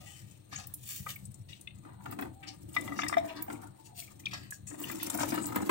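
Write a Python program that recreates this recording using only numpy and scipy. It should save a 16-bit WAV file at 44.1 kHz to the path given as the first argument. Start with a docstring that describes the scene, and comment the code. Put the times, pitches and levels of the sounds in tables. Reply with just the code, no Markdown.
"""At a steel kitchen sink, in a room with a low drone, small dried fish are rinsed by hand in a bowl of water.
The hand swishes and squelches: crackling friction noise through broad peaks and the rubbed bowl's resonances.
Spilled water patters and drums on the steel, first in dribbles, then in longer pours: random impacts through
damped resonances. Air pockets ring as gliding sines; the bowl knocks and drips plink as sums of dying modes.
Two spaced microphone ports hear it all with echoes from the basin and the tiles."""
import sys
import numpy as np
from scipy import signal
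from scipy.fft import rfft, irfft, next_fast_len
from scipy.io import wavfile
from scipy.ndimage import map_coordinates

SR = 44100
rng = np.random.default_rng(int(sys.argv[2]) if len(sys.argv) > 2 else 0)


def waveform_to_disk(signal):
    """Save audio, clipped to [-1, 1], as 16-bit WAV at the path in sys.argv[1]."""
    frames = np.transpose(np.atleast_2d(signal))
    scaled = np.clip(frames, -1, 1) * 32767
    samples = np.round(scaled).astype(np.int16)
    wavfile.write(sys.argv[1], SR, samples)


N = 251370  # samples
TOP_HZ = 15800  # band limit
PORT_LAG_S, BOWL_LAG_S = 0.0008845, 0.000857  # lead of the right port; the bowl stands nearer the middle

# resonances of the steel basin: (frequency [Hz], width [Hz], level [dB])
BASIN_MODES = [(110, 170, -25), (199.5, 19, -4.5), (241.6, 39, -6), (300.9, 28.7, 2.5), (362.4, 78, -10.5),
               (415.4, 26, -12), (600, 320, -22.5)]
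# spectrum of fine spray: (frequency [Hz], level [dB per Hz])
SPRAY_SPECTRUM = [(800, -50), (2000, 2.5), (3000, -4.5), (5000, -0.5), (8000, 7), (12000, 7), (16000, 3.5)]


def amp(db):
    """The decibel law: level to amplitude gain."""
    return 10 ** (np.asarray(db) / 20)


def unit(x):
    """Normalization by mean power: scale to rms 1."""
    return x / np.sqrt(np.mean(x ** 2) + 1e-20)


def along(points, hz):
    """Interpolation of (Hz, value) points on a logarithmic frequency axis."""
    f, v = np.transpose(points)
    return np.interp(np.log(hz + 1), np.log(f + 1), v)


def wobble(rate):
    """Band-limited fluctuation: a smooth random curve with rate knots a second."""
    knots = rng.standard_normal(int(N * rate / SR) + 4)
    return map_coordinates(knots, [np.arange(N) * rate / SR])


def filtered(x, response):
    """Linear filtering: multiply the spectrum of x by a response of frequency."""
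    n = x.shape[-1]
    m = next_fast_len(n + SR // 4)
    return irfft(rfft(x, m) * response(np.fft.rfftfreq(m, 1 / SR)), m)[..., :n]


def coloured(x, spectrum):
    """Spectral shaping: lay a (Hz, dB) spectrum on x."""
    return filtered(x, lambda hz: amp(along(spectrum, hz)))


def resonate(x, modes):
    """Modal superposition: a bank of damped resonances of alternating sign, driven by x."""
    def response(f):
        total = 0
        for k, (centre, width, db) in enumerate(modes):
            damping = 1j * f * width
            total = total + (-1) ** k * amp(db) * damping / (centre * centre - f * f + damping)
        return total
    return filtered(x, response)


def hump(x, centre_hz, octaves):
    """Broad resonance: one peak with soft skirts, cut in the bass."""
    def response(f):
        peak = 1 / (1 + (np.log2((f + 1) / centre_hz) / octaves) ** 2)
        return peak * f ** 2 / (f ** 2 + (centre_hz / 8) ** 2)
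    return filtered(x, response)


def add(track, s, sound):
    """Superposition: mix a sound into the track at time s."""
    start = max(round(s * SR), 0)
    part = track[start:start + len(sound)]
    part += sound[:len(part)]


def impacts(rate, spread_db, size=N):
    """Shot noise: random tiny impacts, many weak and a few strong, of rms 1."""
    chance, strength = rng.random(size), rng.exponential(size=size)
    sign = rng.choice([-1, 1], size)
    return unit((chance < rate / SR) * sign * amp(spread_db * np.minimum(strength, 4)))


def fizz(rate, centre_hz, scatter, cycles, spread_db):
    """Bubble resonance: a cloud of small bubbles, each a short sine that rises as it dies, of rms 1."""
    when, size, pitch = rng.random((int(rate * N / SR), 3)).T
    hz = np.minimum(centre_hz * (pitch / (1 - pitch)) ** scatter, TOP_HZ)[:, None]
    age = np.arange(SR // 80)
    turns = hz * age / SR
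    rings = np.sin(2 * np.pi * turns * (1 + 4 * age / SR)) * np.exp(-turns / cycles)
    rings *= amp(-spread_db * np.log(size + 0.029))[:, None]
    samples = (when * N).astype(int)[:, None] + age
    return unit(np.bincount(samples.ravel(), rings.ravel(), N)[:N])


def at_ports(x, lag_s):
    """Time difference of arrival: the sound reaches the right port first."""
    sides = np.array([[-1], [1]])
    return filtered(x, lambda hz: np.exp(1j * np.pi * hz * lag_s * sides))


def room():
    """Shaped noise: a low drone that wavers, with a weak mains hum and a faint steady hiss."""
    # level of the drone: (time [s], level [dB])
    drone_levels = [(0, -52), (.45, -57), (.67, -47.5), (.87, -61.5), (1.03, -49.5), (1.18, -55.5),
                    (1.27, -49), (1.47, -54.5), (1.85, -52), (2.12, -49), (2.5, -53.5), (2.9, -51.5),
                    (3.7, -55.5), (4.8, -56), (5.7, -50.5)]
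    # brief swells and dips of the drone: (time [s], change [dB])
    surges = [(0.241, 6.5), (0.618, -9), (1.015, 8), (1.295, 6), (1.411, 12), (1.56, 5.5), (2.09, 9),
              (2.55, -16)]
    # spectra of drone and hiss: (frequency [Hz], level [dB per Hz])
    rumble_spectrum = [(20, -21), (38, -11.5), (50, -13.5), (62, -6.5), (100, 5), (130, 5), (165, -6),
                       (200, -2), (240, -26.5), (400, -38), (700, -84), (1500, -90)]
    hiss_spectrum = [(100, 21), (600, 9), (1200, 5), (3000, -1.5), (4300, 7.5), (6000, -54), (8600, 14),
                     (10000, -22), (16000, -6)]
    surge_s, waver_db, waver_hz = 0.013, 3.5, 14
    hum_hz, hum_db, hiss_db = 101.6, -68, -67.5
    diffuse_db = -16  # share of the drone that differs between the ports
    t = np.arange(N) / SR
    drone_db = np.interp(t, *np.transpose(drone_levels))
    surge_db = sum(db * np.exp(-((t - s) / surge_s) ** 2) for s, db in surges)
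    level = amp(drone_db + surge_db + waver_db * wobble(waver_hz))
    drone = unit(coloured(rng.standard_normal(N), rumble_spectrum))
    diffuse = amp(diffuse_db) * unit(coloured(rng.standard_normal((2, N)), rumble_spectrum))
    hum = amp(hum_db) * unit(np.sin(2 * np.pi * hum_hz * t + 0.54 * wobble(2.3)))
    hiss = amp(hiss_db) * unit(coloured(rng.standard_normal((2, N)), hiss_spectrum))
    return at_ports(level * drone + hum, PORT_LAG_S) + level * diffuse + hiss


def pouring():
    """Exponential build-up and decay: each pour grows, holds and dries off over a steady dribble."""
    # water tipped over the rim of the bowl: (time [s], length [s], drumming [dB], wash [dB],
    # spray [dB], gurgle [dB])
    pours = [(1.869, 0.012, -54.5, -72, -84, -58), (1.964, 0.16, -65.5, -84, -78, -58.5),
             (2.082, 0.045, -48, -58, -59.5, -67), (2.194, 0.049, -42, -63, -58.5, -53.5),
             (2.45, 0.073, -58, -64.5, -79, -78), (2.628, 0.14, -58, -94, -59.5, -89),
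             (2.782, 0.267, -44, -52, -52.5, -61.5), (3.086, 0.202, -48, -56.5, -54, -53),
             (3.36, 0.045, -48, -58, -63, -72), (3.506, 0.02, -41.5, -61, -52.5, -47),
             (3.555, 0.11, -54, -60.5, -60.5, -50.5), (4.112, 0.35, -59, -65, -59, -76),
             (4.733, 0.16, -50, -61, -53.5, -62.5), (4.817, 0.25, -46, -60, -46, -57.5),
             (5.141, 0.25, -42, -46.5, -44, -52.5), (5.4, 0.36, -40.5, -52.5, -47, -51.5)]
    rise_db_per_s, fall_db_per_s = 331, 200
    dribble_db = [[-68.5], [-76.5], [-68], [-88.5]]  # drumming, wash, spray, gurgle
    t = np.arange(N) / SR
    power = amp(dribble_db) ** 2
    for s, length, *levels_db in pours:
        before, after = np.maximum(s - t, 0), np.maximum(t - s - length, 0)
        shape_db = -rise_db_per_s * before - fall_db_per_s * after
        power = np.maximum(power, np.outer(amp(levels_db), amp(np.maximum(shape_db, -100))) ** 2)
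    return 10 * np.log10(power)


def without_lows(x):
    """High-pass filtering: cut wash and gurgle steeply below the low mids, scale to rms 1."""
    cutoff_hz = 680
    return unit(filtered(x, lambda hz: hz ** 6 / (hz ** 6 + cutoff_hz ** 6)))


def spill():
    """Impact-driven resonance: falling water drums, washes through shifting hollows, gurgles and sprays."""
    # hollows in the sheet of water over the basin: (frequency [Hz], width [Hz], level [dB])
    wash_modes = [(700, 110, -9), (870, 155, -1), (1274, 115, 4), (1750, 140, -3.5), (1983, 160, -6),
                  (2235, 80, -10), (2800, 120, -10), (3630, 180, -14), (4050, 210, -10.5)]
    wash_drops_per_s, gurgles_per_s, gurgle_hz = 1100, 480, 990
    wash_shift, wash_gush_db = 0.039, 4.5  # fractional shift of the hollows; modulation by the slugs
    drum_db, wash_db, spray_db, gurgle_db = pouring()
    gush = wobble(35)  # the stream breaks into slugs
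    gush_gain = amp(wash_gush_db * gush)
    drum = unit(resonate(impacts(700, 2.9) * amp(0.98 * gush), BASIN_MODES))
    hollows = np.zeros(N)
    for k in (-1, 0, 1):  # three sizes of hollow, whose levels wander independently
        drops = impacts(wash_drops_per_s, 2.8) * amp(5.4 * wobble(14))
        modes = [(hz * (1 + wash_shift * k), width, db) for hz, width, db in wash_modes]
        hollows += resonate(drops, modes)
    wash = without_lows(hollows * gush_gain)
    gurgle = without_lows(fizz(gurgles_per_s, gurgle_hz, 0.16, 5.0, 1.15) * gush_gain)
    # spray lands all around, so each port has its own
    mist = np.array([impacts(2000, 5.5) + .55 * fizz(400, 7000, .22, 11, 4) for port in range(2)])
    spray = unit(coloured(mist, SPRAY_SPECTRUM) * amp(2 * gush + 4.8 * wobble(70)))
    body = amp(drum_db) * drum + amp(wash_db) * wash + amp(gurgle_db) * gurgle
    return body + amp(spray_db) * spray


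def swishes():
    """Stick-slip friction: wet fish slide through the fingers in a swell of crackle that rubs the bowl."""
    # strokes of the hand: (time of peak [s], swell [s], t60 [s], level [dB], centre [Hz],
    # width [octaves], rubbed bowl's level [dB], frequency rubbed hardest [Hz])
    strokes = [(.005, 0.0045, 0.5, -54.5, 4860, 1.6, -61, 830),
               (.068, 0.033, 0.45, -50, 7400, 0.69, -55, 3070),
               (.105, 0.025, 0.17, -60, 7000, 0.84, -77, 800),
               (.168, 0.032, 0.39, -54, 6360, 0.98, -61, 1900),
               (0.299, 0.084, 0.66, -63, 6000, 1.5, -72, 3020),
               (0.532, 0.028, 0.2, -44, 4900, 0.41, -44.5, 1440),
               (.562, 0.012, 0.12, -37, 6670, 0.098, -52, 2600),
               (.585, .015, 0.3, -47.5, 5230, 0.55, -52, 990),
               (.901, 0.16, 0.75, -40.5, 9500, 1.07, -59, 2270),
               (0.963, 0.082, 0.15, -41, 9050, 1.8, -59, 1940),
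               (1.094, 0.026, 0.14, -35, 7700, 4.1, -50, 1320),
               (1.494, 0.018, 0.33, -54, 4320, 0.83, -56.5, 2850),
               (2.434, 0.013, 0.27, -52.5, 2030, 0.4, -56, 2320),
               (2.479, 0.015, 0.13, -42, 5020, 0.26, -54, 2470),
               (2.75, 0.016, 0.056, -39, 5560, 4.1, -62, 3200),
               (3.011, .08, 0.067, -41, 5750, 0.23, -55, 2800),
               (3.29, 0.02, 0.14, -46, 2800, 0.58, -53.5, 2880),
               (3.37, 0.027, 0.12, -49, 4600, 0.19, -63, 2400),
               (3.862, 0.036, 0.093, -48, 7340, 0.64, -65, 2770),
               (4.001, 0.07, 0.25, -40, 8400, 1.66, -69, 2200),
               (4.311, 0.0088, 0.18, -48, 3500, 0.86, -51, 2000),
               (4.338, 0.016, 0.24, -45, 4700, 0.35, -44.5, 1360),
               (4.429, 0.019, 0.29, -60, 4400, 0.18, -58.5, 1900),
               (4.538, 0.029, 0.13, -46.5, 7700, 0.58, -75, 1900),
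               (4.672, 0.0078, 0.22, -40, 7700, 0.31, -60, 2270),
               (4.89, 0.11, 0.17, -47, 2600, 1.9, -64, 2500),
               (5.011, 0.035, 0.55, -47, 4160, 0.38, -51, 2340),
               (5.22, 0.073, 0.13, -37.5, 7000, 0.77, -50, 1900),
               (5.438, 0.05, 0.08, -37.5, 8300, 0.18, -67, 1600)]
    # resonances of the rubbed bowl: (frequency [Hz], width [Hz], level [dB])
    rub_modes = [(530, 98, 1), (780, 110, -5), (1216, 81, -0.5), (1663, 70, -1), (1890, 92, 1),
                 (2265, 90, -4), (2584, 190, -3.5), (3070, 80, 3), (3520, 120, -9)]
    rub_octaves, slip_db = 0.62, 2  # spread over the resonances; unevenness of the sliding
    out, t = np.zeros(N), np.arange(SR // 2) / SR
    slips = amp(slip_db * wobble(80))
    for s, rise, t60, db, hz, octaves, rub_db, rub_hz in strokes:
        swell = np.minimum(t / rise, 1) ** 2 * amp(-60 * np.maximum(t - rise, 0) / t60)
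        crackle = impacts(2600, 3.4, size=len(t)) * np.roll(slips, -round(s * SR))[:len(t)]
        slide = unit(hump(crackle, hz, octaves))
        rub = unit(hump(resonate(crackle, rub_modes), rub_hz, rub_octaves))
        add(out, s - rise, swell * (amp(db) * slide + amp(rub_db) * rub))
    return out


def tones():
    """Phase-modulated oscillation: a faint, broken tone swells and fades, rising, level or sinking."""
    # thin tones that linger under the dribble: (time [s], length [s], level [dB], pitch [Hz],
    # glide [octaves per s])
    thin_tones = [(0.053, 0.052, -63, 1945, 0.074), (0.058, 0.095, -58.5, 801, -0.03),
                  (2.292, 0.3, -60.5, 794, -0.15), (3.2, .14, -47.5, 654, -0.0096),
                  (3.26, 0.18, -53.5, 962, -0.14), (3.271, 0.19, -62.5, 2240, 0.14),
                  (3.278, 0.16, -66, 3440, 0), (3.783, 0.05, -61, 898, 0.19), (3.821, 0.12, -58.5, 937, -2),
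                  (3.894, 0.16, -63, 743, -1.26)]
    roughness, flutter_db = .05, 6  # random phase drift [radians in each sample]; unsteadiness of level
    out, t = np.zeros(N), np.arange(SR // 2) / SR
    for s, length, db, hz, glide in thin_tones:
        drift = roughness * rng.standard_normal(len(t))
        phase = np.cumsum(2 * np.pi * hz * 2 ** (glide * t) / SR + drift)
        level = amp(db + flutter_db * wobble(41.3)[:len(t)])
        swell = np.sin(np.pi * np.minimum(t / length, 1))
        add(out, s, level * swell * np.sin(phase))
    return out


def ticks():
    """Transient excitation: droplets burst with a bright snap, panned by level between the ports."""
    # droplets snapping close by: (time [s], peak [dB], pitch [Hz], left minus right [dB])
    snaps = [(.31, -48, 8100, 10), (0.669, -29.5, 13500, 9), (0.7382, -19.5, 11350, -1.5),
             (1.1563, -35, 13630, 0), (1.2523, -37, 9100, 0), (1.341, -41, 7700, 3), (1.61, -35.5, 9000, 3),
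             (2.11, -30.5, 14800, 1), (2.21, -32.5, 14600, 7), (2.729, -40, 8800, -3),
             (2.809, -32.5, 9000, 6), (3.082, -23.5, 8800, 0.5), (3.4227, -20, 14300, 2),
             (4.257, -32, 4380, -6), (4.334, -28.5, 4930, -4), (4.506, -26, 8950, -8), (4.8, -28, 14900, 7),
             (4.8369, -25, 15200, 6), (4.913, -25.5, 13800, 13), (5.029, -18.5, 11300, -5),
             (5.066, -25, 9000, -5), (5.099, -15, 8540, -5.5), (5.146, -22, 13800, 7),
             (5.173, -24, 10000, 5), (5.194, -24.5, 7400, 0.5), (5.231, -28, 6300, 4),
             (5.304, -31.5, 5850, 1.5), (5.342, -23, 15000, 4), (5.356, -29.5, 8800, 1),
             (5.455, -25, 7800, 0), (5.466, -20, 15000, 6), (5.558, -20, 13000, 8), (5.618, -33, 7900, -6)]
    t60_s, octaves = 0.025, 0.35
    out, t = np.zeros((2, N)), np.arange(SR // 20) / SR
    for s, db, hz, pan_db in snaps:
        for track, side in zip(out, (1, -1)):
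            burst = rng.standard_normal(len(t)) * (1 - np.exp(-t / 0.00098)) * amp(-60 * t / t60_s)
            snap = hump(burst, hz, octaves)
            add(track, s, amp(db + side * pan_db / 2) * snap / np.abs(snap).max())
    return out


def splats():
    """Impulse response: a slug of water bursts, rings its own hollow in the puddle and thumps the steel."""
    # slugs landing on the steel: (time [s], level [dB], thud relative to it before a trim [dB])
    slugs = [(0.526, -40, -3.5), (1.064, -42.5, -20), (1.849, -50, 1), (2.058, -31.5, -17), (2.124, -36, 1),
             (2.188, -31.5, -11), (2.221, -31.5, -1), (3.481, -44.5, -20), (3.5, -32.5, -13),
             (4.332, -37.5, -13), (4.711, -45, -19), (4.742, -43, -5), (4.819, -54, 9), (4.897, -36.5, -3),
             (5.002, -56, -12), (5.024, -39.5, -10), (5.07, -36, 4), (5.099, -35.5, -11),
             (5.113, -42.5, -11), (5.147, -35.5, -6), (5.187, -29.5, -4), (5.204, -28, 1.5),
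             (5.216, -42, -8), (5.231, -23.5, -28), (5.321, -30.5, 7.5), (5.343, -35.5, 8),
             (5.376, -28.5, 4), (5.42, -44, 11), (5.441, -40.5, 5), (5.523, -32.5, -4), (5.546, -36, 5),
             (5.559, -22, 0.5), (5.583, -40, 7), (5.603, -35, 3), (5.622, -35, 12), (5.693, -18, 3)]
    # hollows in the puddle before each slug's scaling: (frequency [Hz], width [Hz], level [dB])
    puddle_modes = [(520, 264, -6), (740, 170, 2), (944, 140, 1), (1308, 144, 6.5), (1800, 77, -1.5),
                    (1993, 190, -6), (3230, 2900, -37)]
    burst_t60_s, thud_t60_s, spray_db = .04, 0.0073, -10.5  # decays of the drives; spray against the slug
    out, t = np.zeros(N), np.arange(SR // 6) / SR
    decay = amp(-60 * t / burst_t60_s)
    for s, db, thud_db in slugs:
        burst = rng.standard_normal(len(t)) * decay
        burst[0] += 4  # the first contact
        size = np.exp(0.036 * rng.standard_normal())
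        slap = resonate(burst, [(hz / size, width, level) for hz, width, level in puddle_modes])
        thud = resonate(amp(-60 * t / thud_t60_s), BASIN_MODES)
        mist = coloured(rng.standard_normal(len(t)) * decay, SPRAY_SPECTRUM)
        parts = [(slap, 2), (thud, thud_db - 4.5), (mist, spray_db)]
        add(out, s, sum(amp(db + level) * x / np.abs(x).max() for x, level in parts))
    return out


def bubbles():
    """Bubble resonance: trapped air pinches off with a splash and rings at a gliding, unsteady pitch."""
    # air pockets in the water: (time [s], level [dB], starting pitch [Hz])
    pockets = [(1.0639, -25.5, 1215), (1.067, -32.5, 1950), (1.161, -40.5, 2173), (1.534, -42, 3150),
               (1.85, -38, 1270), (3.018, -26.5, 2330), (3.082, -22.5, 5300), (3.085, -40, 2630),
               (3.482, -34.5, 780), (3.501, -43, 1000), (4.023, -41.5, 2160), (4.077, -42.5, 2244),
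               (4.236, -52, 2340), (4.2561, -27.5, 3484), (4.2664, -28, 2370), (4.522, -33, 1650),
               (4.839, -35.5, 2850), (4.898, -32, 2016), (4.92, -41, 2360), (5.0, -38.5, 2000),
               (5.071, -36, 2060), (5.099, -35, 3610), (5.147, -33, 720), (5.343, -33, 904),
               (5.377, -34, 1310), (5.441, -40, 970), (5.522, -31, 1260), (5.622, -38, 765)]
    t60_s, damping = 0.036, 0.37  # life at 1 kHz; higher bubbles die sooner by this power of the pitch
    rise_oct_per_s = 5
    out, t = np.zeros(N), np.arange(SR // 2) / SR
    rings = [(s, db, hz, t60_s * (1000 / hz) ** damping, rise_oct_per_s) for s, db, hz in pockets]
    # one big hollow glug that sags in pitch: time, level, pitch, t60, glide
    rings.append((3.169, -20.5, 689.7, 0.11, -0.78))
    for s, db, hz, t60, glide in rings:
        drift = .0009 * np.sqrt(hz) * rng.standard_normal(len(t))
        phase = np.cumsum(2 * np.pi * hz * 2 ** (glide * t) / SR + drift)
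        ring = amp(-60 * t / t60) * np.sin(phase)
        splash = 0.25 * unit(hump(rng.standard_normal(len(t)), hz, 0.16)) * amp(-60 * t / 0.044)
        add(out, s, amp(db) * (1 - np.exp(-t / 0.0006)) * (ring + splash))
    return out


def drips():
    """Free modal vibration: a drip strikes the plastic bowl, which gives a short bright plink."""
    # drips: (time [s], peak [dB], pitch ratio [1])
    strikes = [(1.529, -39, 1.04), (1.6736, -33.5, 0.97), (1.707, -48, 1), (3.018, -30.5, .92)]
    # modes of the plink before the pitch ratio: (frequency [Hz], level [dB], t60 [s])
    plink_modes = [(2180, -8, 0.045), (2696, 6.5, 0.018), (3020, -4, 0.026), (3670, 3, 0.021)]
    out, t = np.zeros(N), np.arange(SR // 8) / SR
    hz, level, t60 = np.transpose(plink_modes)[:, :, None]
    for s, db, ratio in strikes:
        drift = np.cumsum(.03 * rng.standard_normal((len(plink_modes), len(t))), axis=1)
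        modes = np.sin(2 * np.pi * hz * ratio * t + drift) * amp(level - 60 * t / t60)
        ring = np.sum(modes, axis=0) * (1 - np.exp(-t / 0.0005))
        add(out, s, amp(db) * ring / np.abs(ring).max())
    return out


def knocks():
    """Mass-loaded modal vibration: the water-filled bowl rings briefly, at new strengths for every contact."""
    # the bowl knocking in the sink: (time [s], peak [dB], tilt [dB per octave])
    contacts = [(2.7646, -17, 1.5), (2.82, -42, 9), (2.8765, -28.5, 2.5), (2.9203, -31, -10),
                (2.938, -41, -16), (2.99, -18.5, -7), (3.018, -28, 11), (3.0335, -20, -0.5),
                (3.0631, -29.5, -2.5), (3.0953, -26.5, -5), (3.1262, -19, -8.5), (3.1386, -24.5, 1),
                (3.1686, -24, -1), (3.1814, -26, 7.5)]
    # the bowl's modes before detuning: (frequency [Hz], level [dB], t60 [s], attack [s])
    bowl_modes = [(680, -14, 0.04, 0.0013), (1167, 4.5, 0.035, 0.001), (1270, 8, 0.02, 0.00042),
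                  (1700, 4, 0.013, 0.00017), (2033, 7.5, 0.051, 0.0039), (2270, 3.5, 0.023, 0.00076),
                  (3090, -6, 0.014, 0.0006), (3630, -2.5, 0.023, 0.00056), (5330, -11.5, 0.018, 0.00038)]
    detune_share, slosh_share = .022, .55  # the water load shifts the modes a little and sloshes
    out, t = np.zeros(N), np.arange(SR // 6) / SR
    hz, level, t60, attack = np.transpose(bowl_modes)[:, :, None]
    for s, db, tilt_db in contacts:
        strength, detune, turn = rng.standard_normal((3, len(bowl_modes), 1))
        # the moving water roughens the ring
        drift = np.cumsum(.027 * rng.standard_normal((len(bowl_modes), len(t))), axis=1)
        phase = 2 * np.pi * (hz * (1 + detune_share * detune) * t + turn) + drift
        modes = np.sin(phase) * (1 - np.exp(-t / attack))
        mode_db = level + 2 * strength + tilt_db * np.log2(hz / 1800) - 60 * t / t60
        ring = np.sum(modes * amp(mode_db), axis=0)
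        slosh = slosh_share * hump(rng.standard_normal(len(t)), 1800, 1.2) * amp(-60 * t / .045)
        add(out, s, amp(db) * (ring + slosh) / np.abs(ring + slosh).max())
    return out


def echoes(x, decay, low_hz):
    """Diffuse reverberation: a decaying noise tail for each port; long waves hardly scatter."""
    renewal_s = .2  # time between fresh random tails, crossfaded so that no single echo colour persists
    wet, hop = np.zeros((2, N + SR)), int(renewal_s * SR)
    padded = np.pad(x, ((0, 0), (hop, 2 * hop)))
    fade = np.sin(np.pi * np.arange(2 * hop) / (2 * hop))
    for start in range(0, N + hop, hop):
        hz, t, z = signal.stft(rng.standard_normal((2, SR // 5)), SR, nperseg=128)
        decaying = z * amp(-60 * t / along(decay, hz)[:, None])
        tail = signal.istft(decaying, SR, nperseg=128)[1]
        tail = np.pad(tail / np.linalg.norm(tail[0]), ((0, 0), (SR // 800, 0)))  # first-echo delay
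        piece = padded[:, start:start + 2 * hop] * fade
        for track, part in zip(wet, signal.fftconvolve(piece, tail, axes=1)):
            add(track, start / SR, part)
    return filtered(wet[:, hop:hop + N], lambda f: f / np.hypot(f, low_hz))


def steel_ring(x):
    """Sympathetic resonance: the sheet steel radiates a quarter cycle behind its drive."""
    # resonances of the sink's sheet steel: (frequency [Hz], width [Hz], level [dB])
    steel_modes = [(420, 10, 1), (674, 8, -9), (791, 5, 0), (874, 5.3, -3.5), (965, 8, -2), (1180, 20, -9),
                   (1274, 16, -10), (1725, 40, -11), (2285, 20, -8), (2780, 13, -14), (3623, 28, -9),
                   (5300, 48, -16)]
    return amp(2) * filtered(resonate(x, steel_modes), lambda hz: -1j)


def scene():
    """Superposition of paths: direct sound, basin echoes, ringing steel and tiled wall over the drone."""
    # decay at the tiled wall: (frequency [Hz], t60 [s])
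    tile_decay = [(200, 0.37), (1000, 0.21), (4000, 0.21), (16000, 0.14)]
    water = at_ports(spill() + splats() + tones() + swishes() + ticks(), PORT_LAG_S)
    bowl = at_ports(knocks() + bubbles() + drips(), BOWL_LAG_S)
    washing = water + bowl
    direct = filtered(washing, lambda hz: 1 / np.sqrt(1 + hz / 4000))  # the rim shades the treble
    basin = amp(-2.0) * echoes(washing, [(1000, 0.024), (16000, 0.0018)], 1600)
    # the close bowl sends less to the tiles
    wall = echoes(amp(-8.5) * water + amp(-10.5) * bowl, tile_decay, 380)
    return amp(-1.0) * (direct + basin + steel_ring(washing) + wall) + room()


def record(dry):
    """Frequency response: each port has its own resonances; nothing is kept above the band limit."""
    # responses of the two microphone ports: (frequency [Hz], gain [dB])
    left_port = [(60, -1), (200, 3.5), (380, 5), (560, 6.5), (720, 6.5), (1000, 0.5), (1300, -2),
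                 (1650, 2.5), (2200, 3.5), (2700, 6.5), (3400, 4), (4400, 2.5), (6500, 2.5), (8600, 6.5),
                 (10500, -3.5), (12800, -13.5), (15000, 5)]
    right_port = [(60, -3.5), (200, -3.5), (380, 2), (560, 4.5), (720, 3.5), (1000, -2), (1300, -7),
                  (1650, 1.5), (2100, -6.5), (3000, 0), (4400, -5.5), (6500, -4.5), (8600, -21.5),
                  (11000, -1), (13700, 1.5), (15000, 7.5)]
    ports = np.array([coloured(dry[0], left_port), coloured(dry[1], right_port)])
    return filtered(ports, lambda hz: hz < TOP_HZ)


dry = scene()
out = record(dry)
waveform_to_disk(out)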